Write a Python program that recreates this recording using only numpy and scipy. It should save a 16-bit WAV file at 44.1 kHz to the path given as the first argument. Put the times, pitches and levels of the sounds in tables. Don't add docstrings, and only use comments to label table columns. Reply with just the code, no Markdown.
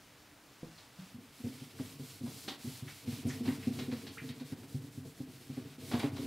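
import sys
import numpy as np
from scipy import signal
from scipy.fft import rfft, irfft, next_fast_len
from scipy.io import wavfile
from scipy.ndimage import uniform_filter1d, map_coordinates

SR = 44100
rng = np.random.default_rng(int(sys.argv[2]) if len(sys.argv) > 2 else 0)


def wrap_up_sound(samples):
    columns = np.atleast_2d(samples).T
    tamed = np.clip(columns, -1, 1)
    steps = np.round(tamed * 32767).astype(np.int16)
    wavfile.write(sys.argv[1], SR, steps)


N = 276242


def amp(db):
    return 10 ** (np.asarray(db) / 20)


def unit(x):
    return x / np.sqrt(np.mean(x ** 2) + 1e-20)


def along(points, hz):
    knots_hz, values = np.transpose(points)
    return np.interp(np.log(hz + 1), np.log(knots_hz + 1), values)


def wobble(rate):
    knots = rng.standard_normal(int(N * rate / SR) + 4)
    return map_coordinates(knots, [np.arange(N) * rate / SR])


def filtered(x, response):
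    n = x.shape[-1]
    padded = next_fast_len(n + 8192)
    hz = np.fft.rfftfreq(padded, 1 / SR)
    return irfft(rfft(x, padded) * response(hz), padded)[..., :n]


def add(track, start_s, sound):
    start = max(round(start_s * SR), 0)
    part = track[..., start:start + sound.shape[-1]]
    part += sound[..., :part.shape[-1]]


# frequency in Hz, left-right correlation.
STEREO_LIKENESS = [(100, .995), (300, .99), (600, .93), (2000, .95), (4000, .96), (7500, .82), (10500, .87),
                   (13000, .995)]
def diffuse(pair):
    angle = lambda hz: np.arccos(np.clip(along(STEREO_LIKENESS, hz), -1, 1)) / 2
    mid, side = filtered(pair, lambda hz: np.array([np.cos(angle(hz)), np.sin(angle(hz))]))
    return np.array([mid + side, mid - side])


def noise(spectrum, grain=1):
    rough = grain * rng.standard_normal((2, N))
    return unit(diffuse(filtered(rough, lambda hz: amp(along(spectrum, hz)))))


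# frequency in Hz, time to fall 60 dB in seconds.
ROOM_DECAY = [(100, 0.44), (300, 0.27), (1000, 0.34), (4000, 0.24), (12000, 0.099)]
def room(x, predelay_s=.014):
    hz, t, bands = signal.stft(rng.standard_normal((2, SR // 2)), SR, nperseg=256)
    decay = amp(-60 * t / along(ROOM_DECAY, hz)[:, None])
    tail = signal.istft(bands * decay, SR, nperseg=256)[1]
    tail = np.pad(diffuse(tail), ((0, 0), (round(predelay_s * SR), 0)))
    tail /= np.linalg.norm(tail[0])
    return signal.fftconvolve(np.atleast_2d(x), tail, axes=1)[:, :x.shape[-1]]


# frequency in Hz, relative level in dB.
VENT_SPECTRUM = [(15, -55), (25, -16.5), (110, -2.5), (253, -6.5), (289, 0), (378, -12), (410, -7),
                 (482, -10.5), (919, -13.5), (1570, -13.5), (2230, -15), (3440, -17.5), (4040, -20),
                 (15500, -26.5)]
def ventilation():
    return amp(-61.0) * noise(VENT_SPECTRUM)


# time in seconds, level in dB.
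SLEEVE_LEVELS = [(0, -62), (.3, -64), (.45, -64.5), (.62, -60.5), (.8, -58.5), (.95, -62.5), (1.01, -57.5),
                 (1.13, -65), (1.2, -100)]
def sleeve():
    times, levels = np.transpose(SLEEVE_LEVELS)
    level_db = np.interp(np.arange(N) / SR, times, levels)
    cloth = [(300, -22), (600, 3), (2200, -2), (5000, -2.5), (8000, -8), (15000, -17)]
    return amp(level_db - 2) * noise(cloth, grain=amp(1.8 * wobble(700)))


# pitch in Hz, relative level in dB, time to fall 60 dB in seconds.
FRAME_MODES = [(166, 2, 0.15), (223, -2.5, 0.13), (322, 0.5, 0.086), (393, -14, 0.081), (505, -2.5, 0.099),
               (690, -12.5, 0.06), (1000, -19, .06)]
def grab(start_s=.630, level_db=-41.5, rise_s=0.00085):
    out, t = np.zeros((2, N)), np.arange(SR // 2) / SR
    ring = sum(amp(db - 60 * t / t60) * np.sin(2 * np.pi * (hz * t + rng.random()))
               for hz, db, t60 in FRAME_MODES)
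    knock = amp(level_db) * ring * (1 - np.exp(-t / rise_s))
    add(out, start_s, knock + amp(-7) * room(knock))
    return out


# start and length in seconds, level in dB, first and last pitch in Hz.
CHIRP_GLIDES = [(2.875, 0.019, -51, 2345, 1546), (3.266, 0.037, -53, 11000, 7000),
                (3.281, 0.043, -48.5, 7100, 5340), (3.298, 0.0253, -45.5, 2165, 1670),
                (3.626, 0.029, -50, 2360, 2140), (4.171, 0.014, -45, 1263, 1990),
                (4.177, 0.031, -44, 2390, 2004), (5.993, 0.0122, -47.5, 9500, 7540)]
def chirps(rasp=0.16):
    out = np.zeros(N)
    for start_s, length_s, db, first_hz, last_hz in CHIRP_GLIDES:
        progress = np.linspace(0, 1, round(length_s * SR))
        glide_hz = first_hz * (last_hz / first_hz) ** progress
        hz = glide_hz * (1 + rasp * wobble(1500)[:len(progress)])
        envelope = np.minimum(progress / 0.2, 1) * np.sqrt(1 - progress)
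        add(out, start_s, amp(db + 1.5) * envelope * np.sin(2 * np.pi * np.cumsum(hz) / SR))
    return out + amp(-7) * room(out)


# frequency in Hz, relative level in dB.
SHELL_SPECTRUM = [(90, -30), (250, 5.5), (450, -4), (800, -3.5), (1400, -4.5), (2100, 0), (2900, -2.5),
                  (3500, -0.5), (3850, 0.5), (4400, -3), (5300, -10), (6100, -13.5), (9000, -27),
                  (16000, -43)]
# start in seconds, level in dB, hollowness in dB, brightness in dB.
CLACK_HITS = [(0.776, -66, 2, 12.5), (1.787, -56, 5, -9), (2.262, -61, 11.5, -1), (2.478, -43, 2.5, 4.5),
              (2.879, -49, -8.5, -8), (3.293, -48.5, -8, -5), (3.452, -53.5, 5.5, 2),
              (3.475, -43, -6.5, -16), (3.787, -48, 1, 4), (3.914, -49.5, 1, -1.5), (4.066, -54, 0, 6),
              (4.289, -52, -12, 1.5), (4.396, -58, 1, 4.5), (4.519, -62, 4, -10), (4.629, -63.5, 6.5, -2),
              (5.566, -59, 3, -8), (5.913, -44.5, 5.5, 1.5), (5.934, -44, 9, -4.5), (5.993, -40.5, -4, -3),
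              (6.029, -43.5, 4, -9.5), (6.163, -52.5, 6, 3)]
def clacks(t60_s=0.14, rise_s=0.003):
    out, t = np.zeros((2, N)), np.arange(SR // 4) / SR
    for start_s, db, hollow_db, bright_db in CLACK_HITS:
        tint = [(900, hollow_db + 4.0), (2100, 0), (4200, bright_db - 0.5)]
        chatter = noise(SHELL_SPECTRUM, grain=amp(1.57 * wobble(281)))[:, :len(t)]
        burst = filtered(chatter, lambda hz: amp(along(tint, hz)))
        burst *= amp(db + 6.0 - 60 * t / t60_s) * (1 - np.exp(-t / rise_s))
        add(out, start_s, burst + amp(-7.0) * room(burst))
    return out


# pitch in Hz, relative level in dB, time to fall 60 dB in seconds.
PANEL_MODES = [(98.3, 2.5, 0.35), (128.9, 0.5, 0.27), (144.1, 3.5, 0.23), (219, -8, 0.029),
               (245.5, 1.5, 0.12), (266.4, 1.5, 0.093), (286.2, 0, 0.1), (367.2, -8.5, 0.1),
               (385.5, -14, 0.11), (445.7, -7, 0.21), (496, -14.5, 0.16), (646, -20, 0.15),
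               (755, -24, 0.51)]
def panel(force):
    def response(hz):
        total = 0
        for k, (mode_hz, db, t60) in enumerate(PANEL_MODES):
            damping = 1j * hz * np.log(1000) / (np.pi * t60)
            total += (-1) ** k * amp(db) * damping / (mode_hz ** 2 - hz ** 2 + damping)
        return total
    return unit(filtered(force, response)) * np.std(force)


# harmonics 3 to 6 of the slip rate, in dB relative to harmonic 2.
OVERTONES_DB = [-14, -20.5, -31.5, -28.5]
# start in seconds, level in dB, pitch in Hz, boom an octave down in dB.
THUMP_HITS = [(0.986, -45, 180, -24), (1.141, -48, 238.5, -1), (1.18, -48.5, 238, -4.5),
              (1.397, -45.5, 243, -15), (1.437, -33, 248.3, -3.5), (1.458, -40.5, 256, -15),
              (1.613, -44.5, 249.5, -0.5), (1.794, -33, 259, -6.5), (1.993, -40, 260, -3.5),
              (2.206, -41.5, 251, -2), (2.232, -37.5, 246.4, -1.5), (2.274, -42.5, 262, 0),
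              (2.641, -39.5, 231, -10), (2.669, -41, 261, 3), (2.819, -45.5, 252, 6),
              (3.073, -31.5, 245, -6), (3.121, -39.5, 233, -1), (3.248, -31.5, 249.4, 1.5),
              (3.264, -36, 253, -2), (3.403, -34.5, 251, -8), (3.478, -25.5, 252.6, -14.5),
              (3.502, -39.5, 279, -12), (3.668, -28.5, 259, -6.5), (3.782, -35, 252.3, -7),
              (3.879, -32.5, 247, -18), (3.921, -32.5, 248, -10.5), (4.059, -47, 234, -1),
              (4.213, -49, 276, 8), (4.292, -39.5, 241, -4), (4.407, -40, 258, -13), (4.518, -39, 248, 2),
              (4.741, -40, 253, 1), (4.836, -46, 271, -1), (4.972, -43.5, 259, 1), (5.198, -39, 260, -3.5),
              (5.492, -39, 263.4, -5.5), (5.57, -34.5, 256, -13), (5.778, -42, 246, -16),
              (5.933, -25, 236, -3.5), (6.035, -24.5, 264.4, -9.5), (6.188, -34.5, 258, -3)]
def thumps(rise_s=0.0048, hold_s=0.025, scatter_db=2.23, jitter=0.037):
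    out, t = np.zeros((2, N)), np.arange(SR // 2) / SR
    push = (1 - np.exp(-(t / rise_s) ** 2)) * np.exp(-(t / hold_s) ** 3)
    orders = np.arange(1, 7)[:, None]
    for start_s, db, pitch_hz, boom_db in THUMP_HITS:
        slip_hz = pitch_hz / 2 * (1 + jitter * wobble(84.5)[:len(t)])
        cycles = np.cumsum(slip_hz) / SR
        order_db = np.array([boom_db, 0, *OVERTONES_DB])[:, None]
        gains = amp(order_db + scatter_db * rng.standard_normal(orders.shape))
        harmonics = gains * np.sin(2 * np.pi * (orders * cycles + rng.random(orders.shape)))
        judder = amp(db + 1.5) * push * harmonics.sum(axis=0)
        add(out, start_s, judder + amp(-12.0) * panel(judder) + amp(-10.0) * room(judder))
    return out


def rumble(drag_gain):
    cushioned = [(30, -26), (100, -2.0), (260, -2.5), (400, 0.5), (800, 2.5), (1500, -3)]
    force = noise(cushioned, grain=amp(5.13 * wobble(40)))
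    return amp(4.0) * drag_gain * panel(force)


# start in seconds, hiss in dB,
# scrape in dB, drag in dB, share of speed kept through the opening turn from 0 to 1.
HAND_STROKES = [(0.97, -68, -64, -70.5, .6), (1.19, -68.5, -66.5, -65, .05),
                (1.32, -60.5, -58.5, -68, 0.45), (1.745, -58, -58, -55.5, 0.42),
                (1.98, -56.5, -58, -63, 0.3), (2.215, -54.5, -58.5, -62.5, 0.2),
                (2.575, -53.5, -55, -60.5, .03), (2.837, -57, -57.5, -65.5, 0.33),
                (3.057, -54, -52.5, -49.5, 0.25), (3.244, -56.5, -53.5, -48.5, 0.25),
                (3.425, -55.5, -53, -48.5, 0.28), (3.59, -58, -53, -52, 0.38),
                (3.71, -56.5, -54.5, -48.5, 0.54), (3.88, -59, -55, -50.5, 0.42),
                (4.105, -60, -61, -56.5, 0.46), (4.2, -59.5, -59.5, -52.5, 0.4),
                (4.335, -64, -62, -55.5, .15), (4.44, -60, -60, -57.5, 0.25),
                (4.555, -64.5, -65, -54.5, .15), (4.67, -60.2, -65, -56.5, 0.3),
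                (4.805, -62.5, -64, -58, .2), (4.9, -62, -69, -61, 0.1), (5.03, -63, -71, -56.5, .1),
                (5.135, -63.5, -64.5, -60.5, 0.3), (5.26, -63, -63.5, -63, 0),
                (5.5, -63.5, -59.5, -59, 0.6), (5.635, -64.5, -59.5, -57.5, 0.6),
                (5.772, -54, -55.5, -55, 0), (6.115, -57.5, -55, -46.5, 0.08)]
def hand(end_s=6.32, blend_s=0.058, drag_ease_db=3):
    starts, *levels, kept = np.transpose(HAND_STROKES)
    count = len(starts)
    place = np.interp(np.arange(N) / SR, np.append(starts, end_s), np.arange(count + 1))
    stroke, progress = np.minimum(place.astype(int), count - 1), place % 1
    hiss_db, scrape_db, drag_db = np.array(levels)[:, stroke]
    drag_db -= drag_ease_db * (progress - .5)
    turn_speed = np.interp(place, np.arange(count), np.clip(kept, 0, 1))
    swing = np.abs(np.sin(np.pi * progress)) ** 0.69
    speed = turn_speed + (1 - turn_speed) * swing
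    blend = round(blend_s * SR)
    blended_db = uniform_filter1d(np.array([hiss_db, scrape_db, drag_db]), blend)
    touching = uniform_filter1d(1.0 * (place > 0), blend)
    return touching * amp(blended_db) * np.array([speed, speed ** 0.62, speed ** 0.14])


# frequency in Hz, relative level in dB.
HISS_SPECTRUM = [(1500, -28), (3000, -1), (4300, 3), (6200, 0), (8000, 0.5), (11000, -1.5), (14000, -4),
                 (16000, -9)]
SCRAPE_SPECTRUM = [(300, -37), (600, -0.5), (900, -2), (1750, -4.5), (2200, 1), (3000, -1), (4200, -3),
                   (5500, -5.5), (8000, -41), (16000, -26)]
def felt(hiss_gain, scrape_gain, flutter_db=0.77):
    flutter = amp(flutter_db * wobble(45))
    hiss = amp(1.5) * hiss_gain * noise(HISS_SPECTRUM, grain=amp(1.1 * wobble(2500)))
    scrape = amp(-2.5) * scrape_gain * noise(SCRAPE_SPECTRUM, grain=amp(1.7 * wobble(700)))
    return flutter * (hiss + scrape)


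def scene(low_cut_hz=72):
    hiss_gain, scrape_gain, drag_gain = hand()
    low_cut = lambda hz: (1j * hz) ** 2 / (low_cut_hz ** 2 - hz ** 2 + 1j * hz * low_cut_hz)
    board = filtered(thumps() + rumble(drag_gain), low_cut)
    eraser = felt(hiss_gain, scrape_gain) + clacks() + chirps()
    pan = amp([[-.25], [.25]])
    return pan * eraser + board + grab() + sleeve() + ventilation()


def record(dry):
    return filtered(dry, lambda hz: hz < 15750)


dry = scene()
out = record(dry)
wrap_up_sound(out)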